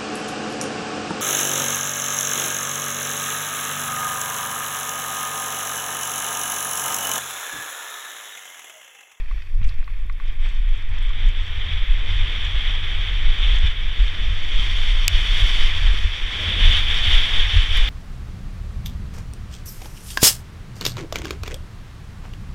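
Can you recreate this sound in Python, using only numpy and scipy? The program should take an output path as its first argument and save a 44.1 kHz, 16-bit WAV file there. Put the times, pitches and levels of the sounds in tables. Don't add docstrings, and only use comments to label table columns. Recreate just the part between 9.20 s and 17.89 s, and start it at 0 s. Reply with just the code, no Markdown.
import sys
import numpy as np
from scipy import signal
from scipy.fft import rfft, irfft, next_fast_len
from scipy.io import wavfile
from scipy.ndimage import uniform_filter1d, map_coordinates

SR = 44100
rng = np.random.default_rng(int(sys.argv[2]) if len(sys.argv) > 2 else 0)


def ratio_of_db(decibels):
    return 10 ** (np.asarray(decibels, float) / 20)


def wav_record(signal):
    frames = np.transpose(np.atleast_2d(signal))
    bounded = np.clip(frames, -1, 1)
    quanta = np.round(bounded * 32767).astype(np.int16)
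    wavfile.write(sys.argv[1], SR, quanta)


N = 383229

# (time [s], air stream in the port [dB], head turn as fizz over the stream [dB])
RIDE = [(0, -54, -8), (.35, -62, -6.5), (.9, -61.5, -12), (1.1, -54, -15), (1.7, -42, -18.5),
        (1.95, -40.5, -20.5), (2.5, -37, -20), (3.0, -31, -20), (4.48, -34.5, -19), (4.56, -37.5, -19.5),
        (5.3, -33.5, -15.5), (5.45, -30.5, -15.5), (6.2, -27, -15.5), (6.5, -27.5, -15), (6.9, -33, -15.5),
        (7.4, -23.5, -18.5), (8.0, -22.5, -18.5), (8.69, -27, -16.5)]
# (time [s], level over it [dB], half length [s])
GUSTS = [(.05, -7, 0.034), (.2, 2, 0.047), (.43, 9, 0.015), (.51, 11, 0.046), (.79, 6, 0.1),
         (1.08, 7.5, 0.08), (1.17, -4, 0.026), (1.26, 7.5, 0.053), (1.58, 2.5, 0.024), (1.69, -6, 0.07),
         (2.04, 3.5, 0.054), (2.5, 3.5, 0.13), (2.77, -3, 0.23), (3.5, 2.5, 0.045), (3.72, 1.5, 0.049),
         (4.06, -1, 0.039), (4.32, 6, 0.18), (4.4, -3.5, 0.027), (4.47, 4.5, 0.021), (5.84, -3, 0.15),
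         (5.96, 4, 0.032), (6.21, 2.5, 0.098), (6.57, -2, 0.064), (7.53, 4, 0.068), (7.65, -4.5, 0.041),
         (7.81, -2.5, 0.027), (7.92, 4, 0.048), (8.26, -3, 0.028), (8.49, -4, 0.039), (8.58, 3.5, 0.035),
         (2.25, -1, 0.082), (2.91, 1.5, 0.034), (3.87, 1.5, .05), (4.83, 1.5, 0.17), (5.01, 1, 0.089),
         (5.4, 2.5, 0.044), (6.8, 0, 0.08), (7.07, -2.5, .06), (7.3, 0.5, .05), (8.17, 2, 0.039),
         (8.33, 0.5, .05), (1.36, 2, .04), (6.05, 1, .03), (6.42, 2.5, 0.045)]

# (frequency [Hz], density [dB per Hz])
SWAY_SPECTRUM = [(2, -14), (5, -0.5), (12, -1.5), (20, -0.5), (28, 0), (40, -5), (50, -8.5), (60, -26),
                 (75, -46)]
# (time [s], level over rest [dB], half length [s])
SWINGS = [(0, 14.5, 0.0075), (.25, -13, 0.055), (.36, 8.5, 0.022), (.46, 11.5, 0.03), (.6, 8.5, 0.015),
          (1.09, 6, 0.029), (1.23, 5, 0.069), (1.38, 5.5, 0.036), (1.52, 12, 0.031), (2.07, 10.5, 0.027),
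          (2.71, 10, 0.03), (3.02, 6, 0.038), (3.36, 7.5, 0.024), (4.08, 11.5, 0.042), (4.33, 5, 0.16),
          (4.81, 11, 0.034), (1.82, 3.5, 0.11), (5.38, 9, 0.031), (5.72, 4, 0.11), (5.95, 13, 0.018),
          (6.12, 7, 0.024), (6.24, 16, 0.01), (6.43, 11, 0.047), (6.69, 9.5, 0.046), (6.85, 17, 0.0076),
          (7.22, -15.5, 0.26), (7.46, 17.5, 0.055), (7.96, 11, 0.032), (8.2, 9, 0.026), (8.62, 7.5, 0.038),
          (.69, -3.5, 0.036), (1.55, -3.5, 0.045), (3.15, -6, 0.092), (3.45, 2.5, 0.036), (3.63, -6, 0.063),
          (4.65, -4, 0.055), (5.19, 0.5, 0.039), (5.61, 1.5, 0.035), (6.28, -0.5, 0.028), (6.08, -3, 0.033),
          (7.2, 3.5, .03), (8.56, 2.5, 0.027), (7.35, 9, 0.02), (2.2, 2, 0.023), (8.39, 4, 0.042)]
# (time [s], level [dB])
PAUSES = [(.05, -7), (.65, -8), (.99, -13), (1.14, -11), (1.31, -7.5), (1.6, -7), (2.13, -6), (2.27, -16),
          (2.35, -4), (2.49, -19), (2.63, 9), (2.66, -16), (3.32, -12), (3.43, -9), (3.48, 1.5),
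          (3.87, -11), (4.16, -6), (4.55, -17), (4.67, 6.5), (4.76, -17), (4.94, -13), (5.08, 4),
          (5.91, -22), (6.9, -5), (6.97, -13), (7.04, 11), (8.08, -17), (8.3, -9), (8.38, 5), (8.47, -11)]
PAUSE_S = 0.026
STROKE = .72
# (frequency [Hz], width [Hz], level [dB])
MOUNT_MODES = [(89.2, 21, 0.5), (78, 44, -1), (62.4, 40, -3), (50.5, 18, -8.5)]
# (time [s], level over rest [dB], half length [s])
BUMPS = [(.09, -17, 0.044), (.24, 3, .04), (.44, 19, 0.11), (8.5, -1, 0.044), (1.35, 2.5, 0.14),
         (1.72, 7.5, 0.032), (2.09, 9, 0.056), (2.22, 4.5, .04), (2.39, 6.5, 0.1), (2.54, 10.5, 0.04),
         (2.98, 6.5, 0.11), (3.15, 2, .04), (3.27, 7, 0.042), (3.82, 9, 0.098), (4.31, 4, 0.068),
         (4.45, 23, 0.027), (4.55, -4, 0.034), (5.55, 4, 0.11), (5.95, 12, 0.055), (6.22, 14, 0.029),
         (6.5, 0, 0.13), (6.66, 12, 0.11), (6.85, 12, 0.028), (7.0, -6, 0.041), (7.28, 7, 0.078),
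         (7.45, 15.5, 0.062), (7.71, 9, 0.021), (7.89, 14, 0.024), (8.18, 3, 0.027), (8.37, 17, 0.035),
         (.33, -10, .04), (.63, -6, 0.043), (1.05, -10, 0.066), (1.53, 0.5, 0.046), (7.54, 6, 0.066),
         (3.63, 2, 0.051), (4.9, 2.5, 0.18), (5.1, 5, .06), (5.4, 1, .04), (2.75, 2, 0.081),
         (8.02, -2, .04), (8.62, -3, .04), (4.08, 0, .04), (1.22, 6, .04), (8.53, 7, 0.055),
         (3.93, 0, 0.042)]
# (frequency [Hz], density [dB per Hz])
ROAR_SPECTRUM = [(68, -63), (115, 6.5), (123, -0.5), (312, -9.5), (415, -9.5), (570, -13.5), (900, -19.5),
                 (1170, -11), (1980, -120)]
# (time [s], level [dB], half length [s])
CROSSWIND = [(2.99, -5.5, .04), (6.03, -1.5, .05), (1.9, -5, .04), (2.85, 3.5, .05), (5.0, 3.5, 0.044),
             (4.22, 0, 0.046), (7.33, 6, 0.16), (0.37, 5, 0.068), (.24, -4, .05), (1.72, 1, 0.033),
             (2.1, -2, 0.04), (2.39, 0, 0.037), (3.4, 1, .06), (2.7, -7, 0.033), (3, 6, 0.044),
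             (5.3, 3.5, 0.072), (5.7, -2.5, 0.037), (5.2, 2, 0.052), (6.9, -0.5, 0.18), (6.9, -2, .05),
             (8.18, 3.5, 0.046), (8.25, -6, 0.043), (8.69, 2, .06), (0.63, 2, .06), (1.35, 0, 0.052),
             (2.25, 0, .04), (3.63, 0, .06), (4.05, 2, 0.11), (4.17, -1.5, .05), (7.2, 2.5, .04),
             (8.0, 0, 0.065), (5.4, -2, .02), (4.8, 1, .05), (5.27, -2.5, 0.07), (3.1, 2.5, 0.066),
             (4.5, -5, .04), (7.78, 0.5, 0.045), (3.9, 0, 0.051), (1.47, -3, .08)]

# (frequency [Hz], density [dB per Hz])
SHELL_SPECTRUM = [(410, -21), (700, -14), (991, -11.5), (1080, -9), (1450, -7), (1770, -2), (2260, 1),
                  (2720, -3), (2800, -34), (3640, -7), (6160, -120)]
# (frequency [Hz], width [Hz], level [dB])
PORT_MODES = [(3161, 460, 1), (3447, 425, 1.5)]
# (frequency [Hz], density [dB per Hz])
FIZZ_SPECTRUM = [(3600, -23), (4050, -9), (4300, 3), (5000, 3), (6200, -3), (7200, -6), (8200, -10.5),
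                 (8900, -14.5), (9600, -41)]
# (frequency [Hz], density [dB per Hz])
AIR_SPECTRUM = [(8300, -14), (8900, 11.5), (9800, 7.5), (10500, 1), (11600, 3), (12600, 1), (13600, -5),
                (15100, -13), (15300, -38)]
# (frequency [Hz], width [Hz], lift [dB])
SLOT_MODES = [(4370, 370, 2.5), (4780, 100, -9), (5620, 190, 4.5), (6400, 150, -9), (7880, 410, -4.5),
              (10540, 240, 9.5), (12600, 500, -3)]
# (time [s], level [dB], half length [s])
GLANCES = [(1.27, 3, .05), (2.05, 1, .15), (2.6, -0.5, .15), (5.05, 0, .1), (1.35, 3, .05), (2.25, 4, .06),
           (3.57, -1.5, .08), (4.35, 1.5, .05), (4.83, 2, .06), (5.79, 0, 0.042), (6.3, 1, 0.18),
           (6.53, -3, .04), (6.81, 2, 0.066), (6.95, -0.5, .06), (7.35, -2.5, 0.078), (7.75, 1, .06),
           (8.25, -1, .1), (8.5, 0.5, .05)]

# (frequency [Hz], density [dB per Hz])
TREAD_SPECTRUM = [(500, -19), (1000, -5.5), (1500, -6), (1850, 4), (2050, -3), (2300, 2), (2600, 3),
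                  (2850, -8), (3400, -11), (4000, -16.5), (6500, -30)]
# (time [s], level over rest [dB], half length [s])
CRUNCH = [(0, 10, 0.043), (.13, 7.5, 0.11), (.44, 9, 0.043), (.52, 10.5, .04), (.61, 9, 0.035),
          (.71, 7, 0.047), (1.27, 15, 0.058), (1.75, 15.5, 0.058), (6.62, 15.5, 0.2), (7.07, 14.5, 0.5),
          (7.56, 6, .06), (.08, 2.5, .03), (1.07, 3, .05), (.36, -5, .03), (8.25, 6, .06), (.8, 4, .04)]
# (time [s], peak [dB], upper modes [dB])
KNOCKS = [
    (0.112, -40, -2),
    (0.4155, -51, 6),
    (.51, -49, -6),
    (0.4474, -61, 1),
    (0.627, -57, 11.5),
    (0.6773, -39.5, -1.5),
    (0.897, -39, 3),
    (1.0001, -41.5, 2),
    (1.3117, -50, 6),
    (1.9033, -43, 2),
]
# (frequency [Hz], level [dB], decay t60 [s])
FRAME_MODES = [(1130, 6.5, 0.029), (1330, -3.5, 0.016), (1470, 3, 0.016), (1850, 2, 0.013),
               (2090, 6.5, 0.016), (2500, 2, 0.011), (4080, -9, 0.015)]
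# (time [s], peak [dB], centre [Hz], decay t60 [s])
GRIT = [(.19, -51, 4530, .02), (.2204, -51, 4470, .04), (.348, -53, 4200, .03), (.43, -37, 2800, .025),
        (0.441, -46, 5000, .04), (0.446, -34, 2500, 0.034), (.4698, -54, 6000, .036),
        (.482, -48, 7000, 0.022), (0.489, -39, 4300, 0.042), (.493, -57, 11000, .05),
        (.221, -35, 2240, 0.022), (.541, -55, 6000, .02), (0.643, -43, 3800, .02), (.9238, -49, 4700, .03),
        (.27, -57, 6000, .02), (.79, -62, 7000, .015), (.865, -59, 7500, .015), (.997, -42, 1900, .012),
        (1.002, -56, 6500, .015), (1.059, -58, 5500, .02), (1.1243, -57, 7000, .015),
        (1.515, -57, 8000, .015), (1.554, -53, 5530, .015), (1.7434, -56, 5200, .04),
        (1.8706, -53, 5500, .015), (2.0862, -46, 4700, .02), (2.2638, -50, 5500, .015),
        (2.3974, -51, 5500, .015), (1.08, -53, 5000, .04), (1.49, -55, 7000, .02), (1.575, -57, 6500, .04),
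        (1.6232, -52, 5500, .015), (1.6901, -51, 6000, .015), (1.7858, -42, 5460, .015),
        (1.8277, -49, 8500, .015), (1.8916, -48, 6000, .015), (2.0867, -49, 7000, .021),
        (2.3111, -54, 12000, 0.011), (2.7272, -53, 8900, .03), (2.94, -59, 9000, .03),
        (.93, -61, 9000, .02), (1.29, -54, 6000, .03), (6.77, -60, 14000, .02), (3.2485, -40, 5900, .017),
        (4.358, -41, 6000, .02), (4.3849, -41, 6000, .02), (4.4694, -54, 6960, .026),
        (8.572, -26, 9750, 0.0053)]
# (time [s], peak [dB], length [s])
JOLTS = [(0.416, -13, 0.0044), (0.471, -16, 0.0057), (0.856, -36, 0.0021), (2.04, -29, 0.003),
         (2.498, -27, 0.0029), (4.36, -42, 0.0039), (4.452, -19, 0.0032), (5.395, -23, 0.0028),
         (6.648, -19.5, 0.0036), (6.743, -26.5, 0.001), (6.845, -29, 0.00096), (7.451, -21, 0.0024)]
# (time [s], level [dB], half length [s])
RUBS = [
    (1.268, -68, .052),
    (1.835, -68, .012),
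    (2.235, -73, 0.06),
]
# (frequency [Hz], level [dB], decay t60 [s])
CAP_MODES = [(4830, 4.5, 0.0036), (6900, 6.5, 0.0025), (7900, 3.5, 0.003), (11000, -3.5, 0.0025),
             (13700, 1, 0.0024), (16100, -12, .004)]

SPARSE_HZ, TOP_HZ = 11000, 15250
STARVED_HZ = 10300
# (time [s], half length [s])
STARVED = [(.12, .06), (.33, .03), (.47, .015), (.54, .02), (.62, .02), (.72, .06), (.89, .05), (1.06, .05),
           (1.18, .03), (1.23, .06), (1.485, .015), (1.69, .015), (1.81, .02)]


def unit(x):
    return x / np.sqrt(np.mean(x ** 2) + 1e-20)


def along(points, hz):
    f, v = np.transpose(points)
    return ratio_of_db(np.interp(np.log(hz + 1), np.log(f + 1), v, -120, -120))


def curves(rows):
    s, *cols = np.transpose(rows)
    return [np.interp(np.arange(N) / SR, s, c) for c in cols]


def swells(rows):
    t = np.arange(0, N + 32, 32) / SR
    bells = sum(db * np.exp(-((t - s) / length) ** 2) for s, db, length in rows)
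    return np.interp(np.arange(N) / SR, t, bells)


def wobble(rate):
    return map_coordinates(rng.standard_normal(N // 100), [np.arange(N) * rate / SR])


def filtered(x, response):
    m = next_fast_len(N + SR // 2)
    return irfft(rfft(x, m) * response(np.fft.rfftfreq(m, 1 / SR)), m)[:N]


def peaks(modes, f):
    return sum(ratio_of_db(db) * 1j * f * w / (c * c - f * f + 1j * f * w) for c, w, db in modes)


def patches(shape, bands, frames):
    field = uniform_filter1d(rng.standard_normal(shape), size=bands, axis=0)
    return unit(uniform_filter1d(field, size=frames, axis=1))


def rush(response, patchy_db=0., even=0.):
    z = signal.stft(rng.standard_normal(N + 512), nperseg=256)[2]
    noise = signal.istft(z * ratio_of_db(patchy_db * patches(z.shape, 5, 8)), nperseg=256)[1][:N]
    x = unit(filtered(noise, response))
    if even:
        envelope = np.abs(signal.hilbert(x, next_fast_len(N))[:N])
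        x = filtered(x / (envelope + .25) ** even, lambda f: np.abs(response(f)) ** .3)
    return unit(x)


def add(track, s, sound):
    part = track[round(s * SR):][:len(sound)]
    part += sound[:len(part)]


def speed():
    return curves(RIDE)[0] + 35


def head_sway():
    pauses = [(s, db, PAUSE_S) for s, db in PAUSES]
    level_db = -16.5 + 0.066 * speed() + swells(SWINGS + pauses)
    sway = rush(lambda f: along(SWAY_SPECTRUM, f), even=.9)
    stopped = STROKE * np.tanh(ratio_of_db(level_db - 0.4) * sway / STROKE)
    return filtered(stopped, lambda f: 1 / (1 + (f / 62) ** 8))


def mount_ring():
    level_db = -36 + 0.24 * speed() + swells(BUMPS)
    ring = rush(lambda f: peaks(MOUNT_MODES, f) ** 2 / (1 + (f / 100) ** 16), even=0.41)
    return filtered(ratio_of_db(level_db) * ring, lambda f: 1 / (1 + (f / 108) ** 14))


def wind_roar():
    level_db = -49.5 + 0.43 * speed() + 0.4 * swells(GUSTS) + swells(CROSSWIND)
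    roar = unit(ratio_of_db(0.43 * wobble(30)) * rush(lambda f: along(ROAR_SPECTRUM, f)))
    return ratio_of_db(level_db + 2.5) * roar


def air_stream():
    (stream_db, turn_db), gust_db = curves(RIDE), swells(GUSTS)
    port_db = stream_db + gust_db
    shell_db = -37.5 + 0.71 * speed() + 0.62 * gust_db - port_db
    fizz_db = turn_db + (0.73 - 1) * gust_db + swells(GLANCES)
    eddies = 0.32 * wobble(23) + 2.0 * wobble(60) + 1.0 * wobble(200)

    def bursts(depth, response, patchy_db):
        return unit(ratio_of_db(depth * eddies) * rush(response, patchy_db))

    def slots(f):
        return 1 + np.abs(peaks(SLOT_MODES, f))

    shell = bursts(0.24, lambda f: along(SHELL_SPECTRUM, f), -0.5)
    port = bursts(0.37, lambda f: peaks(PORT_MODES, f) ** 2 / (1 + (f / 3900) ** 14), -0.38)
    fizz = bursts(0.34, lambda f: along(FIZZ_SPECTRUM, f) * slots(f), 1.0)
    air = bursts(0.34, lambda f: along(AIR_SPECTRUM, f) * slots(f), 1.2)
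    brighter = ratio_of_db(-14.5 + 0.26 * (port_db + fizz_db + 34.0))
    slot_noise = ratio_of_db(fizz_db - 0.02) * (fizz + brighter * air)
    return ratio_of_db(port_db) * (port + ratio_of_db(shell_db + 0.34) * shell + slot_noise)


def preamp_hiss():
    return ratio_of_db(-67.5) * rush(lambda f: f > 300)


def tyre_crunch():
    clumps = ratio_of_db(2.3 * wobble(82) + 2.4 * wobble(300))
    grains = unit(clumps * rush(lambda f: along(TREAD_SPECTRUM, f), patchy_db=0.5))
    return ratio_of_db(-58 + swells(CRUNCH)) * grains


def frame_knocks():
    out, t = np.zeros(N), np.arange(4096) / SR
    rise = 1 - np.exp(-t / 0.00044)
    for s, db, upper_db in KNOCKS:
        ring = np.zeros(len(t))
        for hz, level, t60 in FRAME_MODES:
            mode_db = level + (hz > 1300) * upper_db + rng.normal(0, 1.0)
            ring += rng.choice([-1, 1]) * ratio_of_db(mode_db - 60 * t / t60) * np.sin(2 * np.pi * hz * t)
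        add(out, s, ratio_of_db(db + 2.0) * rise * ring)
    return out


def noise_band(hz, width):
    f = np.fft.rfftfreq(4096, 1 / SR)
    return unit(irfft(rfft(rng.standard_normal(4096)) * np.exp(-((f - hz) / width) ** 2)))


def grit_ticks():
    out, t = np.zeros(N), np.arange(4096) / SR
    rise = 1 - np.exp(-t / 0.00022)
    for s, db, hz, t60 in GRIT:
        scratch = noise_band(hz, 0.72 * hz / 2)
        add(out, s, ratio_of_db(db - 60 * t / t60) * rise * scratch)
    return out


def mount_jolts():
    out, t = np.zeros(N), np.arange(4096) / SR
    middle = t[-1] / 2
    for s, db, length in JOLTS:
        u = (t - middle) / max(length, .001)
        add(out, s - middle, -ratio_of_db(db) * (1 - u ** 2) / (1 + u ** 2) ** 2)
    return out


def brake_rub():
    out, t = np.zeros(N), np.arange(4096) / SR
    u = np.arange(2 * len(t)) / SR - t[-1]
    for s, db, length in RUBS:
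        squeak = np.tile(noise_band(7850, 480), 2)
        add(out, s - t[-1], ratio_of_db(db) * squeak * np.exp(-(u / length) ** 4))
    return out


def pebble_crack():
    out, t = np.zeros(N), np.arange(SR // 50) / SR
    snap = np.zeros(len(t))
    for k, (hz, db, t60) in enumerate(CAP_MODES):
        snap += (-1) ** k * ratio_of_db(db - 60 * t / t60) * np.sin(2 * np.pi * hz * t)
    falling_hz = 2150 + 3000 * np.exp(-t / 0.0006)
    bend = np.sin(2 * np.pi * np.cumsum(falling_hz) / SR) * np.exp(-((t - .0011) / 0.00081) ** 2)
    back = np.sin(2 * np.pi * 2900 * t) * np.exp(-((t - .0037) / 0.0009) ** 2)
    add(out, 5.88022, ratio_of_db(-1) * (0.55 * snap + .5 * bend + 0.16 * back))
    return out


def patchy_treble(x):
    f, _, z = signal.stft(x, SR, nperseg=1024, noverlap=768)
    height = (f - SPARSE_HZ) / (TOP_HZ - SPARSE_HZ)
    bar = np.where(f > SPARSE_HZ, -2.6 + 2.7 * height, -np.inf)
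    gain = ratio_of_db(1.5 * np.clip(height, 0, 1) ** 2) * (f < TOP_HZ)
    kept = (patches(z.shape, 5, 10) > bar[:, None]) * gain[:, None]
    return signal.istft(z * kept, SR, nperseg=1024, noverlap=768)[1][:N]


def starved_treble(x):
    f, t, z = signal.stft(x, SR, nperseg=256, window='cosine')
    short = sum(np.abs(t - s) < length for s, length in STARVED) > 0
    touched = short & (f > STARVED_HZ)[:, None]
    bar = .3 - 1.1 * (TOP_HZ - f) / (TOP_HZ - STARVED_HZ)
    lost = (patches(z.shape, 3, 1) < bar[:, None]) & touched
    return signal.istft(z * ~lost * (1 + .4 * touched), SR, nperseg=256, window='cosine')[1][:N]


def scene():
    wind = head_sway() + mount_ring() + wind_roar() + air_stream() + preamp_hiss()
    bike = tyre_crunch() + frame_knocks() + grit_ticks() + mount_jolts() + brake_rub()
    steady = starved_treble(patchy_treble(wind + bike))
    pebble = filtered(pebble_crack(), lambda f: 1 / (1 + (f / 14900) ** 40 / (1 + (f / 16000) ** 40 / 20)))
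    return (steady + pebble)[None]


def roll_off(x):
    return signal.sosfilt(signal.butter(12, 16510, fs=SR, output="sos"), x)


def record(dry):
    top, knee = .97, 14
    clipped = dry[0] / (1 + np.abs(dry[0] / top) ** knee) ** (1 / knee)
    mix = filtered(clipped, lambda f: 1 / (1 + (f / 16450) ** 120))[None]
    return roll_off(mix)


dry = scene()
out = record(dry)
wav_record(out)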